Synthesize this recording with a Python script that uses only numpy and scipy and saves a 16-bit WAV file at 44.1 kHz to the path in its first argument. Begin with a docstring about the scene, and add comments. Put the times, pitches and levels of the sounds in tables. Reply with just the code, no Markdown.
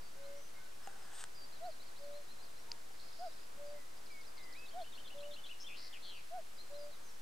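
"""A cuckoo calls from a treetop: a short arched "cuck", then a longer, lower "oo", both nearly pure tones.
Further off, small birds whistle and twitter, one flutes a slow phrase, and a finch sings one whole song,
two trills ending in a buzzy flourish. The trees echo the birds, and light wind stirs the leaves.
A hand knocks and rubs the camera, making its shell ring, and the camera gives one sharp tick."""
import sys
import numpy as np
from scipy import signal
from scipy.fft import rfft, irfft, next_fast_len
from scipy.io import wavfile
from scipy.ndimage import map_coordinates

SR = 44100
rng = np.random.default_rng(int(sys.argv[2]) if len(sys.argv) > 2 else 0)


def unload_wav(signal):
    """Save mono or channel-first audio to the path in sys.argv[1] as 16-bit WAV at rate SR, clipped to [-1, 1]."""
    wavfile.write(
        sys.argv[1],
        SR,
        np.round(np.clip(np.atleast_2d(signal).T, -1, 1) * 32767).astype(np.int16),
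    )


N = 317961
TIME = np.arange(N) / SR


def from_db(db):
    """Turn decibels into a number to multiply a sound by."""
    return 10 ** (np.asarray(db) / 20)


def normalise(x):
    """Scale a signal so that its average power is 1."""
    return x / np.sqrt(np.mean(x ** 2))


def add(out, start_s, sound):
    """Mix a sound into a track at the given time."""
    i = max(int(start_s * SR), 0)
    out[i:i + len(sound)] += sound[:max(N - i, 0)]


def wander(changes_per_s, size=N):
    """A smooth random wobble, mostly between -1 and 1."""
    steps = np.arange(size) * changes_per_s / SR
    return map_coordinates(rng.standard_normal(int(steps[-1]) + 3), [steps], order=2, mode="nearest")


def envelope(t, length, attack, release):
    """Fade in, hold and fade out; silent before and after."""
    fade_in = np.sin(np.pi / 2 * np.clip(t / attack, 0, 1))
    fade_out = np.sin(np.pi / 2 * np.clip((length - t) / release, 0, 1))
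    return fade_in * fade_out


def colour(x, points):
    """Turn frequencies up or down along a curve of (frequency_hz, level_db) points."""
    hz, db = np.transpose(points)
    size = 2 ** 19
    bins_hz = np.maximum(np.fft.rfftfreq(size, 1 / SR), 1)
    gain = from_db(np.interp(np.log(bins_hz), np.log(hz), db))
    return irfft(rfft(x, size) * gain)[:N]


def muffle(x, cutoff_hz):
    """Take away the treble above the cutoff."""
    return signal.sosfiltfilt(signal.butter(2, cutoff_hz, fs=SR, output="sos"), x)


def place(x, pan_db, lead_rad):
    """Two close microphones: positive settings make the left one louder and its wave earlier."""
    wave = signal.hilbert(x, next_fast_len(N))[:N]
    return np.array([(wave * np.exp(.5j * side * lead_rad)).real * from_db(side * pan_db / 2)
                     for side in (1, -1)])


def tree_echo(x, decay_s, level_db):
    """Leaves and trunks scatter a soft echo, different at each ear, that fades 60 dB in decay_s."""
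    t = TIME[:SR]
    tails = rng.standard_normal((2, SR)) * np.exp(-np.log(1000) * t / decay_s)
    tails *= 1 - np.exp(-t / .0018)
    tails /= np.sqrt(np.sum(tails ** 2, axis=1, keepdims=True))
    return from_db(level_db) * signal.fftconvolve(x[None], tails, axes=1)[:, :N]


# wind noise that both ears share, and the part that differs: frequency_hz, level_db_per_hz
WIND_SHARED = [(10, -84), (25, -93), (54, -94), (140, -97), (500, -96.5), (1400, -98), (2000, -100.5),
               (3000, -102.5), (4500, -102), (6500, -104), (8500, -105), (12000, -108.5), (15500, -114)]
WIND_DIFFERENCE = [(60, -137), (100, -133), (140, -122), (210, -96), (340, -91.5), (520, -89), (900, -92.5),
                   (1400, -96.5), (2000, -101), (3000, -105), (6500, -108.5), (12000, -114), (15500, -119)]
def wind():
    """Soft wind in the trees: the low rush swells and flickers, the high hiss stays smooth."""
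    swell, layers = wander(1.4), []
    for points in (WIND_SHARED, WIND_DIFFERENCE):
        noise = colour(rng.standard_normal(N) * np.sqrt(SR / 2), points)
        rush = muffle(noise, cutoff_hz=1500)
        gust = from_db(.6 * swell + .82 * wander(14))
        layers.append(noise + rush * (gust - 1))
    shared, difference = layers
    return np.array([shared + difference, shared - difference])


def sing(pitch_hz, db, sweeps_per_s=0, sweep_hz=0):
    """A songbird's note follows a pitch curve; in a buzz it breaks into quick downward sweeps."""
    size = len(pitch_hz)
    hz = pitch_hz * (1 + .0065 * wander(250, size))
    fade = min(.5, .02 * SR / size)  # long notes open as quickly as short ones, and hold steadier
    gain = signal.windows.tukey(size, fade) * from_db(db + 3.3 * fade * wander(156, size))
    if sweeps_per_s:
        cycle = np.cumsum(sweeps_per_s * (1 + .05 * wander(100, size))) / SR % 1
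        hz = hz + sweep_hz * (.5 - cycle)
        gap_depth = min(sweep_hz / 900, 1)  # wider sweeps have deeper gaps between them
        gain = gain * normalise(1 - gap_depth * np.cos(np.pi * cycle) ** 2)
    return np.sqrt(2) * gain * np.sin(2 * np.pi * np.cumsum(hz) / SR)


def chirp(length_s, start_hz, middle_hz, end_hz, db, sweeps_per_s=0, sweep_hz=0):
    """A note that glides along a curve through three pitches."""
    progress = np.linspace(0, 1, int(length_s * SR))
    curve = np.polyfit([0, .5, 1], [start_hz, middle_hz, end_hz], 2)
    return sing(np.polyval(curve, progress), db, sweeps_per_s, sweep_hz)


def slide(length_s, target_hz, db, start_ratio, settle_share, sweeps_per_s=0, sweep_hz=0):
    """A note that starts off its target pitch and settles towards it."""
    progress = np.linspace(0, 1, int(length_s * SR))
    pitch_hz = target_hz * (1 + (start_ratio - 1) * np.exp(-progress / settle_share))
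    return sing(pitch_hz, db, sweeps_per_s, sweep_hz)


# whistles that slide down, and ones that slide up: start_s, length_s, target_hz, level_db
DOWN_SLIDES = [(.015, .07, 4500, -69), (.83, .04, 4930, -66.5), (1.012, .047, 4880, -65.5),
               (1.344, .115, 4580, -60), (2.421, .035, 4600, -63), (3.644, .078, 4580, -68),
               (3.958, .025, 4750, -64), (6.14, .045, 4500, -67), (6.568, .024, 4650, -62),
               (6.774, .085, 4700, -64.5)]
UP_SLIDES = [(.225, .045, 4170, -68), (.348, .13, 6120, -69), (1.517, .034, 4300, -64.5),
             (2.12, .07, 4220, -65.5), (2.279, .06, 4220, -64), (2.382, .075, 4320, -68),
             (2.554, .04, 4250, -67), (2.57, .061, 5750, -70), (6.579, .053, 4250, -58),
             (6.734, .038, 4200, -62)]
# whistles that dive away: start_s, length_s, start_hz, level_db
DIVES = [(1.545, .04, 4300, -66), (2.454, .05, 4300, -70), (6.905, .045, 4450, -65),
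         (7.028, .085, 6550, -66.5)]
# a warbler swoops up, breaks off and comes back down: start_s, level_db
SWOOPS = [(1.631, -62.3), (1.794, -63.3), (1.955, -65)]
def small_birds():
    """Thin, high whistles made of a few simple shapes: slides, dives and swoops."""
    out = np.zeros(N)
    for start, *note in DOWN_SLIDES:
        add(out, start, slide(*note, start_ratio=1.1, settle_share=.4))
    for start, *note in UP_SLIDES:
        add(out, start, slide(*note, start_ratio=.86, settle_share=.27))
    for start, length, hz, db in DIVES:
        add(out, start, chirp(length, hz, .925 * hz, .795 * hz, db))
    up_s, break_s, down_s = .046, .02, .037
    low_hz, high_hz = 3750, 5150
    for start, db in SWOOPS:
        add(out, start, chirp(up_s, low_hz, 4200, high_hz, db))
        add(out, start + up_s + break_s, chirp(down_s, high_hz, 4450, low_hz, db - 2))
    return out


# faint held tones: start_s, length_s, pitch_hz, level_db
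FAR_TONES = [(.1, .28, 1510, -74), (.15, .3, 2140, -75), (.53, .1, 2120, -68.5), (.55, .15, 1520, -67.5),
             (.86, .15, 1520, -70), (2.67, 0.081, 930, -64)]
def far_tones():
    """Thin tones from far away, made rough by a fast wobble in pitch."""
    out = np.zeros(N)
    for start, length, hz, db in FAR_TONES:
        size = int(length * SR)
        phase = 2 * np.pi * np.cumsum(hz * (1 + .017 * wander(251, size))) / SR
        add(out, start, from_db(db) * np.sqrt(2) * signal.windows.tukey(size, .6) * np.sin(phase))
    return out + tree_echo(out, decay_s=.5, level_db=-5)


def hoot(pitch_hz, gain, tones, waver, second_db, second_above_hz=110):
    """One cuckoo note: an almost pure tone, with a weak second tone just above it."""
    t = TIME[:len(pitch_hz)]
    phase = 2 * np.pi * np.cumsum(pitch_hz * (1 + waver * wander(150, len(t)))) / SR
    # overtones appear only where the bird presses hardest, at the top of the note
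    effort = (pitch_hz / pitch_hz.max()) ** 9 * gain / gain.max()
    voice = sum(from_db(db) * (effort if multiple > 1 else 1) * np.sin(multiple * phase)
                for multiple, db in tones)
    second = from_db(second_db) * np.sin(phase + 2 * np.pi * second_above_hz * t + .33 * wander(40, len(t)))
    return np.sqrt(2) * gain * signal.windows.tukey(len(t), .06) * (voice + second)


# the low "oo", opening faster as the bird warms up: start_s, length_s, pitch_hz, level_db, attack_s
OOS = [(0.148, .282, 562, -53.3, .13), (1.984, .25, 578, -51.2, .075), (3.569, .238, 583, -50.6, .058),
       (5.136, .225, 581, -50.4, .048), (6.696, .228, 584, -49.8, .042)]
# the high "cuck": peak_time_s, peak_pitch_hz, level_db
CUCKS = [(1.661, 737, -46.9), (3.242, 751, -46.3), (4.79, 751, -46.9), (6.361, 751, -46.8)]
# the tones inside each note: pitch_multiple, level_db
OO_TONES = [(1, -1.5), (2, -30)]
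CUCK_TONES = [(1, 1.5), (2, -19), (3, -29)]
def cuckoo():
    """A lone "oo", then four full calls: the same two shapes, each at its own pitch and strength."""
    oos, cucks = np.zeros((2, N))
    # "oo" scoops up from below, creeps higher and droops as it dies away
    scoop_hz, droop_hz, bend_s, creep_hz_per_s = 18, 32, .016, 72
    for start, length, hz, db, attack in OOS:
        t = TIME[:int(length * SR)]
        bend = scoop_hz * np.exp(-t / bend_s) + droop_hz * np.exp((t - length) / bend_s)
        pitch_hz = hz + creep_hz_per_s * (t - length / 2) - bend
        gain = from_db(db) * envelope(t, length, attack, release=.088)
        add(oos, start, hoot(pitch_hz, gain, OO_TONES, waver=.0052, second_db=-21.5))
    # "cuck" climbs to a rounded peak and drops
    rise_s, fall_s, round_s = .06, .051, .004
    t = np.arange(-rise_s, fall_s, 1 / SR)
    slope_hz_per_s = np.where(t < 0, 2200, 3150)
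    below_peak_hz = slope_hz_per_s * (np.hypot(t, round_s) - round_s)
    swell = envelope(t + rise_s, rise_s + fall_s, attack=.046, release=.025) ** 1.4
    for peak_time, hz, db in CUCKS:
        note = hoot(hz - below_peak_hz, from_db(db) * swell, CUCK_TONES, waver=.005, second_db=-32.5)
        add(cucks, peak_time - rise_s, note)
    direct = place(cucks, pan_db=-1.5, lead_rad=.15) + place(oos, pan_db=-.4, lead_rad=-.23)
    return direct + tree_echo(cucks + oos, decay_s=.6, level_db=-29)


# a finger slides on the camera, then presses harder: start_s, length_s, level_db
RUBS = [(.79, .51, -58.5), (1.115, .145, -61)]
# the tone of the rubbing, strongest where the shell rings: frequency_hz, level_db
RUB_COLOUR = [(300, -33), (640, -10), (790, -2), (1050, -7), (1650, 3), (2200, -13.5), (3150, -4),
              (4500, -9), (6800, -8), (7700, -2.5), (8450, 3.5), (9300, -10), (15000, -31)]
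def finger_rub():
    """A finger moves over the camera's shell in many tiny, uneven slips."""
    crackle = rng.standard_normal(N) * from_db(2.6 * rng.exponential(size=N))
    slips = normalise(colour(crackle, RUB_COLOUR))
    grip = sum(from_db(db) * envelope(TIME - start, length, attack=.05, release=.06)
               for start, length, db in RUBS)
    # a light touch only murmurs; the hiss comes as the finger presses
    murmur = muffle(slips, cutoff_hz=2500)
    hiss = (slips - murmur) * (grip / grip.max()) ** 2
    return grip * from_db(1.8 * wander(70.2)) * (murmur + hiss)


# knocks on the camera, and the sliding finger's small slips that also set the shell ringing: start_s, level_db
KNOCKS_AND_SLIPS = [(.8738, -43), (.959, -57), (1.022, -60), (1.075, -60), (1.102, -63), (1.133, -55), (2.906, -60)]
# the tones its shell rings with: pitch_hz, decay_s (time to fade 60 dB), level_db
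SHELL_TONES = [(791, 0.065, 3), (1414, 0.0061, 1), (1650, 0.0047, 0.5), (2800, 0.016, -6.5),
               (4100, 0.0091, -14), (6800, 0.0042, 2), (8370, 0.0096, -15)]
def knocks_and_slips():
    """Each knock or slip of the finger makes the camera's shell ring briefly; so small a shell gives little
    bass."""
    t = TIME[:SR // 8]
    ring = sum(from_db(db) * np.exp(-np.log(1000) * t / decay_s) * np.sin(2 * np.pi * hz * t)
               for hz, decay_s, db in SHELL_TONES)
    ring = signal.sosfilt(signal.butter(1, 350, "high", fs=SR, output="sos"), ring)
    blows = np.zeros(N)
    for start, db in KNOCKS_AND_SLIPS:
        add(blows, start, from_db([db]))
    return signal.fftconvolve(blows, ring)[:N]


# the short rings inside the tick: delay_ms, pitch_hz, swell_ms, level_db
TICK_RINGS = [(3, 6200, .45, -39), (1.7, 4650, 0.56, -29), (1.3, 2600, 0.29, -36.5), (2.5, 4750, 0.94, -35)]
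def tick(start_s):
    """One dry, bright tick close to the microphone: a few rings that swell and die at once."""
    out, t = np.zeros(N), TIME[:SR // 50]
    for delay_ms, hz, swell_ms, db in TICK_RINGS:
        age = 1000 * t / swell_ms
        swell = (age * np.exp(1 - age)) ** 2
        add(out, start_s + delay_ms / 1000, from_db(db) * swell * np.sin(2 * np.pi * hz * t))
    return place(out, pan_db=.5, lead_rad=.1)


def twitter(start_s, length_s=.52, chips=72):
    """A small bird's tiny falling chips, unevenly spaced, in quick bursts that sink and fade."""
    out = np.zeros(N)
    sink_hz_per_s, fade_db_per_s = 500, 8.5
    attack_s, burst_s, accent_time_s = .08, .063, 3.01
    for age in np.linspace(0, length_s, chips):
        late, sharp, loud = rng.uniform(-1, 1, 3)
        start = start_s + age + .005 * late
        hz = (4720 - sink_hz_per_s * age) * (1 + .17 * sharp)
        burst = np.cos(2 * np.pi * (start - accent_time_s) / burst_s)
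        db = -62.8 - fade_db_per_s * age + 2.5 * burst + 3 * loud
        add(out, start, min(age / attack_s, 1) * chirp(.005, 1.08 * hz, hz, .92 * hz, db))
    return out


# a lower bird's sagging notes: start_s, length_s, target_hz, level_db, flutter_hz (width of the flutter)
FLUTE_NOTES = [(3.736, .12, 1930, -70.5, 0), (4.097, .13, 2140, -61, 0), (4.366, .195, 1955, -63.3, 160)]
def fluting_bird():
    """A slow, low phrase: sagging notes, the last one fluttering, then a lift to a held note."""
    out = np.zeros(N)
    for start, *note, flutter_hz in FLUTE_NOTES:
        sag = slide(*note, start_ratio=1.11, settle_share=.5, sweeps_per_s=79, sweep_hz=flutter_hz)
        add(out, start, sag)
    add(out, 4.543, slide(length_s=.123, target_hz=2595, db=-60.3, start_ratio=.72, settle_share=.13))
    return out


# each repeat in the finch's two trills: start_s, pitch_ratio, level_db
HIGH_TRILL = [(4.055, 1, -69), (4.208, 1, -68.5), (4.368, 1, -65), (4.523, .98, -65.8)]
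LOW_TRILL = [(4.652, 1.09, -64), (4.786, 1.04, -60.7), (4.92, 1.06, -58.6), (5.045, 1.005, -59.7),
             (5.174, 1, -59), (5.306, 1.02, -56.5), (5.435, .98, -54.5)]
# the group of notes that each trill repeats:
# delay_s, length_s, start_hz, middle_hz, end_hz, level_db, sweeps_per_s, sweep_hz
HIGH_NOTES = [(0, .022, 5500, 4490, 3300, 4, 119, 1200), (.02, .04, 3120, 3950, 4020, -1, 0, 0),
              (0.058, .022, 5400, 4950, 4700, 2.5, 0, 0)]
LOW_NOTES = [(0, .024, 3472, 3500, 2600, -0.57, 0, 0), (0.022, 0.017, 3340, 3364, 3450, -1.8, 148, 700),
             (.027, 0.018, 4020, 4040, 4130, -0.74, 211, 600), (.054, .018, 2450, 2800, 3050, 0, 0, 0),
             (.074, 0.0238, 3030, 2910, 2770, -1, 0, 0)]
def finch_trills():
    """The finch opens with two trills, each repeating a few notes, never exactly the same."""
    out = np.zeros(N)
    for trill, notes in ((HIGH_TRILL, HIGH_NOTES), (LOW_TRILL, LOW_NOTES)):
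        for start, pitch_ratio, db in trill:
            for delay, length, *glide_hz, note_db, sweeps_per_s, sweep_hz in notes:
                sharp, loud = rng.standard_normal(2)
                hz = pitch_ratio * (1 + .007 * sharp) * np.array(glide_hz)
                level_db = db + note_db + .7 * loud
                add(out, start + delay, chirp(length, *hz, level_db, sweeps_per_s, sweep_hz))
    return out


# the finch's closing notes, clear and buzzed: start_s, length_s, start_hz, middle_hz, end_hz, level_db
CLEAR_NOTES = [(5.497, .036, 2666, 2900, 2300, -55), (5.637, .037, 3300, 3140, 3370, -58),
               (5.664, .026, 3150, 3530, 2880, -51.2)]
BUZZES = [(5.594, .05, 5200, 5370, 5370, -55.3), (5.6, .042, 6100, 6250, 6260, -63),
          (5.672, .11, 3050, 2520, 3700, -57.2), (5.921, .062, 3700, 2750, 2250, -57.5),
          (6.016, .115, 4080, 4200, 3750, -57.2), (6.016, .21, 3550, 3130, 2150, -58.4)]
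def finch_flourish():
    """The song ends in clear notes, swelling buzzes and a slower rattle over a faint, low rasp."""
    out = np.zeros(N)
    for start, *note in CLEAR_NOTES:
        add(out, start, chirp(*note))
    for start, length, *note in BUZZES:
        buzz = chirp(length, *note, sweeps_per_s=183, sweep_hz=1000)
        progress = TIME[:len(buzz)] / length
        add(out, start, buzz * envelope(progress, 1, attack=.21, release=.42))
    rattle = chirp(.132, 4200, 4850, 4550, db=-57.6, sweeps_per_s=97, sweep_hz=3250)
    rasp = chirp(.22, 1990, 1990, 1990, db=-69.5, sweeps_per_s=97, sweep_hz=800)
    add(out, 5.759, rattle)
    add(out, 5.77, rasp)
    return out


def songbirds():
    """The songbirds sit inside the trees: near leaves blur the whistles and song, far trees add echoes."""
    whistles, chips, flute = small_birds(), twitter(start_s=2.92), fluting_bird()
    song = finch_trills() + finch_flourish()
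    blur = tree_echo(song, decay_s=.11, level_db=-5) + tree_echo(whistles, decay_s=.13, level_db=-8)
    left_birds = place(song + blur[0], pan_db=3.5, lead_rad=.03)
    right_birds = place(from_db(-1.5) * whistles + flute + chips, pan_db=-1.2, lead_rad=.03)
    echoes = tree_echo(song, decay_s=.97, level_db=-6.5) + tree_echo(whistles, decay_s=.9, level_db=-5.5)
    echoes += tree_echo(flute, decay_s=.6, level_db=-10) + tree_echo(chips, decay_s=.25, level_db=1)
    return left_birds + right_birds + echoes


def scene():
    """Wind, birds and the hand on the camera, mixed in stereo."""
    outdoors = wind() + songbirds() + far_tones() + cuckoo()
    hand = place(finger_rub() + knocks_and_slips(), pan_db=1, lead_rad=.62)
    return outdoors + hand + tick(start_s=2.7153)


def record(dry):
    """The camera cuts the highest treble and shifts the whole wave by a small constant offset."""
    top_hz, offset = 15600, -.0069
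    return signal.sosfilt(signal.ellip(10, .2, 70, top_hz, fs=SR, output="sos"), dry) + offset


dry = scene()
out = record(dry)
unload_wav(out)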